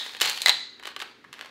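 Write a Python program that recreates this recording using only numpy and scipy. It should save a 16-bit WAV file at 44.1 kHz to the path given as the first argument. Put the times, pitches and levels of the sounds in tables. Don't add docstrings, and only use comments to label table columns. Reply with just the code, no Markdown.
import sys
import numpy as np
from scipy import signal
from scipy.fft import rfft
from scipy.io import wavfile
from scipy.ndimage import uniform_filter1d

SR = 44100
rng = np.random.default_rng(int(sys.argv[2]) if len(sys.argv) > 2 else 0)


def store_wav(level_fs):
    pcm = np.round(np.clip(np.atleast_2d(level_fs), -1, 1) * 32767)
    wavfile.write(sys.argv[1], SR, pcm.T.astype(np.int16))


N = 66150
LEAD_S = 0.1

# frequency_hz, gain_db
ROOM_SPECTRUM = [(20, -16.5), (40, -12.5), (57, 6), (70, -5), (120, -4.5), (180, -5.5), (280, 0.5),
                 (400, 3.5), (700, -9), (1600, -3), (4000, -10), (8000, -27.5), (16000, -35.5)]
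# pitch_hz, level_db
APPLIANCE_TONES = [(58, -76), (120, -80.5), (236, -70), (290, -70)]
# frequency_hz, t60_s, gain_db
REVERB_BANDS = [(120, 0.92, -19.5), (496, 0.29, -7.5), (1425, 0.47, -6.5), (3000, 0.42, -6.5),
                (3900, 0.55, -8.5), (4430, 0.52, -4.5), (7000, 0.47, -12), (11000, 0.3, -11),
                (14500, .3, -15)]
# start_s, length_s, level_db
LOW_BUMPS = [(.21, 0.13, -60.5), (.53, 0.069, -63), (1.2, .14, -65)]
# frequency_hz, gain_db
BUMP_SPECTRUM = [(30, -29), (70, -15), (110, 3), (170, 0.5), (300, -28.5), (1000, -56)]
# start_s, length_s, level_db, fade_db, treble_db
ICE_TUMBLES = [(0, 0.25, -41.5, -9, -1), (.212, 0.094, -26, -2, -1), (0.308, .15, -35.5, -6.5, 1),
               (.471, .034, -24, 2, -1.5), (0.848, 0.07, -44, -5, -11), (1.003, 0.12, -46, -10.5, -12.5),
               (1.328, .17, -52.5, -2, -12)]
# frequency_hz, gain_db
TUMBLE_SPECTRUM = [(60, -38), (200, -23.5), (450, -8.5), (680, -6), (830, 0.5), (1000, -2.5), (1500, -2.5),
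                   (2200, 2), (3000, 1), (4200, 5), (5200, -5.5), (7500, -10), (10000, -14), (15500, -20.5)]
# start_s, thud_db, knock_db, clink_db, crack_db, t60_s
ICE_CLACKS = [(0.0626, -33.5, -30.5, -37, -42.5, 0.017), (.0937, -46, -32.5, -32, -46, .008),
              (.122, -57.5, -47.5, -45, -50, .006), (0.1485, -35.5, -28, -29, -47, 0.0091),
              (.167, -49, -34, -34, -45.5, 0.016), (0.2012, -58, -34.5, -26, -39, 0.025),
              (.211, -33, -21.5, -16.5, -24.5, 0.018), (.216, -13.5, -17, -11, -18, 0.011),
              (0.229, -43, -30, -19, -25, 0.0072), (0.253, -46, -33, -30, -30, 0.0073),
              (0.2578, -24, -16.5, -17, -22.5, 0.0057), (.297, -31, -29, -33, -22, 0.01),
              (0.314, -50, -31, -23, -52, 0.013), (.376, -52, -27.5, -22.5, -34, .007),
              (0.4182, -50, -36.5, -21, -21, 0.0055), (0.425, -56, -43, -37, -31.5, .006),
              (.435, -48.5, -29.5, -33.5, -48, .009), (0.4573, -53.5, -43.5, -38.5, -29, .005),
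              (.472, -36, -27, -17, -32, 0.012), (0.4833, -31, -18, -25, -24.5, .016),
              (.797, -43, -35.5, -42, -55, 0.014), (0.827, -37.5, -35, -44, -53, 0.012),
              (.835, -52, -36.5, -38, -51.5, 0.021), (.8545, -29, -29.5, -27, -43.5, 0.011),
              (0.8698, -38, -36, -35, -39.5, 0.015), (.874, -28, -28, -31.5, -44.5, 0.021),
              (.889, -51, -38, -33, -51, .009), (0.9636, -27, -23.5, -26, -41, 0.011),
              (.993, -47, -38, -36, -45, .009), (1.001, -44, -28, -30, -43.5, 0.02),
              (1.008, -51, -35, -40, -47, 0.014), (1.016, -51, -38, -25.5, -45, 0.017),
              (1.022, -29, -24.5, -32.5, -41, .018), (1.242, -47, -41, -53, -65, 0.013),
              (1.246, -50, -36, -53.5, -66, 0.016), (1.3288, -61, -34.5, -35.5, -44, 0.018),
              (1.339, -48, -38.5, -41.5, -53, 0.018), (1.384, -60, -39, -48, -57.5, 0.011),
              (1.3923, -50, -34, -39, -54, 0.02), (1.4111, -34, -25.5, -27, -42, .007),
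              (1.425, -39, -36.5, -45, -56, 0.013), (1.447, -37.5, -38.5, -45, -57, 0.019),
              (1.459, -33, -33, -38.5, -48.5, 0.0071)]
# frequency_hz, gain_db
CLACK_SPECTRUM = [(60, -24), (180, -27.5), (400, -0.5), (700, -6), (1200, -0.5), (1450, -2.5), (1700, 0),
                  (2300, -3), (3000, 1), (4200, -3.5), (5200, -5), (6400, -1.5), (7500, -1), (10000, -9),
                  (11600, -7), (15500, -17.5)]
# start_s, level_db, low_modes_db, pitch_ratio
ICE_SLAMS = [(-.03, -3, -13, .92), (0.4189, -15.5, -25, 0.99), (0.4607, -2, 4.5, 0.98),
             (0.4831, -7.5, 0.5, 0.97), (.4943, 0, -15.5, 0.97)]
# frequency_hz, gain_db
CRACK_SPECTRUM = [(300, -3.5), (1200, 3.5), (2800, 7.5), (5000, 4.5), (8000, 0.5), (11000, -5),
                  (15000, -9.5)]
# pitch_hz, mode_db, struck_t60_s, linger_db
STEEL_MODES = [(800, -25.5, 0.013, -33), (1925, -45, .012, -33), (2067, -11.5, 0.029, -29.5),
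               (3030, -33, 0.0079, -21.5), (3666, -20, 0.042, -30), (3930, -13, 0.031, -31),
               (4020, -8.5, 0.022, -33), (4135, -11, 0.033, -24.5), (4185, -18.5, 0.021, -24.5),
               (4500, -26.5, .016, -22), (4740, -25.5, 0.0073, -18.5), (6320, -20, .008, -38.5),
               (6800, -18, 0.016, -36.5), (7250, -23, .008, -41)]


def amp(db):
    return 10 ** (np.asarray(db) / 20)


def unit_rms(x):
    return x / np.sqrt(np.mean(x ** 2) + 1e-20)


def curve_at(points, hz, column=1):
    table = np.transpose(points)
    return np.interp(np.log(hz + 1), np.log(table[0] + 1), table[column])


def decay(t, t60_s):
    return np.exp(-np.log(1000) * t / t60_s)


def wander(size, hz):
    return unit_rms(signal.sosfilt(signal.butter(2, hz, fs=SR, output="sos"), rng.standard_normal(size)))


def low_cut(x, hz):
    return signal.sosfilt(signal.butter(2, hz, "high", fs=SR, output="sos"), x)


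def coloured(x, *curves, size=4096):
    hz = abs(np.fft.fftfreq(size, 1 / SR))
    log_gain = np.log(amp(sum(curve_at(curve, hz) for curve in curves)))
    taps = np.fft.ifft(np.exp(np.conj(signal.hilbert(log_gain)))).real
    return signal.fftconvolve(x, taps[:size // 2])[:len(x)]


def flattened(burst):
    hz = np.fft.rfftfreq(len(burst), 1 / SR)
    power = uniform_filter1d(abs(rfft(burst)) ** 2, 121)
    return coloured(burst, np.column_stack([hz, -10 * np.log10(power + 1e-12)]))


def room_tone(size, noise_db=-58, waver_rad=0.497):
    t = np.arange(size) / SR
    hum = sum(amp(level_db) * unit_rms(np.sin(2 * np.pi * pitch_hz * t + waver_rad * wander(size, hz=3.6)))
              for pitch_hz, level_db in APPLIANCE_TONES)
    return hum + amp(noise_db) * unit_rms(coloured(rng.standard_normal(size), ROOM_SPECTRUM))


def kitchen_reverb(direct, wall_delay_s=0.0036, size=32768):
    t = np.arange(size) / SR
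    hz, frame_s, bands = signal.stft(rng.standard_normal(size), SR, nperseg=256)
    t60_s = curve_at(REVERB_BANDS, hz)[:, None]
    gain = amp(curve_at(REVERB_BANDS, hz, column=2))[:, None]
    unit_energy = np.sqrt(2 * np.log(1000) / (t60_s * SR))
    bands *= decay(frame_s, t60_s) * gain * unit_energy
    tail = signal.istft(bands, SR, nperseg=256)[1][:size] * (t > wall_delay_s)
    return signal.fftconvolve(direct, tail)[:len(direct)]


def low_bump(length_s, level_db):
    t = np.arange(0, length_s, 1 / SR)
    rumble = unit_rms(coloured(rng.standard_normal(SR // 4), BUMP_SPECTRUM))[:len(t)]
    return amp(level_db) * np.sin(np.pi * t / length_s) * rumble


def ice_tumble(length_s, level_db, fade_db, treble_db, ticks_per_s=1100, spread_db=1.5, timbres=8):
    t = np.arange(SR // 4) / SR
    rattle = np.zeros(len(t))
    for _ in range(timbres):
        sizes = amp(spread_db * np.minimum(rng.exponential(1, len(t)), 4))
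        hits = sizes * (rng.random(len(t)) < ticks_per_s / timbres / SR) * (t < length_s)
        tick = rng.standard_normal(len(t)) * decay(t, t60_s=0.0062)
        rattle += signal.fftconvolve(hits, tick)[:len(t)]
    rattle = coloured(rattle, TUMBLE_SPECTRUM, [(1800, 0.01), (6000, treble_db)])
    rattle = unit_rms(rattle) * np.sqrt(length_s / t[-1])
    return rattle * amp(level_db + fade_db * np.minimum(t / length_s, 1))


def ice_clack(thud_db, knock_db, clink_db, crack_db, t60_s, chatter_db=-16.5, gain_db=9.5):
    t = np.arange(4096) / SR
    envelope = decay(t, t60_s) + amp(chatter_db) * decay(t, t60_s=0.065)
    burst = np.linalg.norm(envelope) * flattened(rng.standard_normal(len(t)) * envelope)
    balance = [(600, thud_db), (1100, knock_db), (2000, knock_db),
               (2900, clink_db), (4200, clink_db), (6500, crack_db)]
    return amp(gain_db) * coloured(burst, CLACK_SPECTRUM, balance)


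def ice_slam(level_db, low_modes_db, pitch_ratio, crack_db=-10, low_modes_below_hz=2600):
    t = np.arange(SR // 2) / SR
    crack = rng.standard_normal(len(t)) * decay(t, t60_s=0.0073)
    sound = amp(crack_db) * coloured(crack, CRACK_SPECTRUM)
    for pitch_hz, mode_db, struck_t60_s, linger_db in STEEL_MODES:
        phase = 2 * np.pi * pitch_hz * pitch_ratio * t
        struck = np.sin(phase) * decay(t, struck_t60_s)
        width_hz = 0.016 * pitch_hz
        shimmer = wander(len(t), width_hz) * np.sin(phase) + wander(len(t), width_hz) * np.cos(phase)
        linger = amp(linger_db) * shimmer * decay(t, t60_s=0.72) / np.sqrt(2)
        sound += amp(mode_db + low_modes_db * (pitch_hz < low_modes_below_hz)) * (struck + linger)
    return amp(level_db) * low_cut(sound, hz=534)


def scene():
    lead = round(LEAD_S * SR)
    shaker = np.zeros(lead + N)
    layers = (ice_clack, ICE_CLACKS), (ice_slam, ICE_SLAMS), (ice_tumble, ICE_TUMBLES), (low_bump, LOW_BUMPS)
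    for source, events in layers:
        for start_s, *settings in events:
            sound = source(*settings)
            span = shaker[round((start_s + LEAD_S) * SR):][:len(sound)]
            span += sound[:len(span)]
    return (shaker + kitchen_reverb(shaker) + room_tone(len(shaker)))[None, lead:]


def record(dry, band_limit_hz=15800):
    overloaded = np.clip(dry, -1, 1)
    low_pass = signal.firwin(511, band_limit_hz, window=("kaiser", 9), fs=SR)
    return signal.oaconvolve(low_cut(overloaded, hz=90), low_pass[None], "same")


dry = scene()
out = record(dry)
store_wav(out)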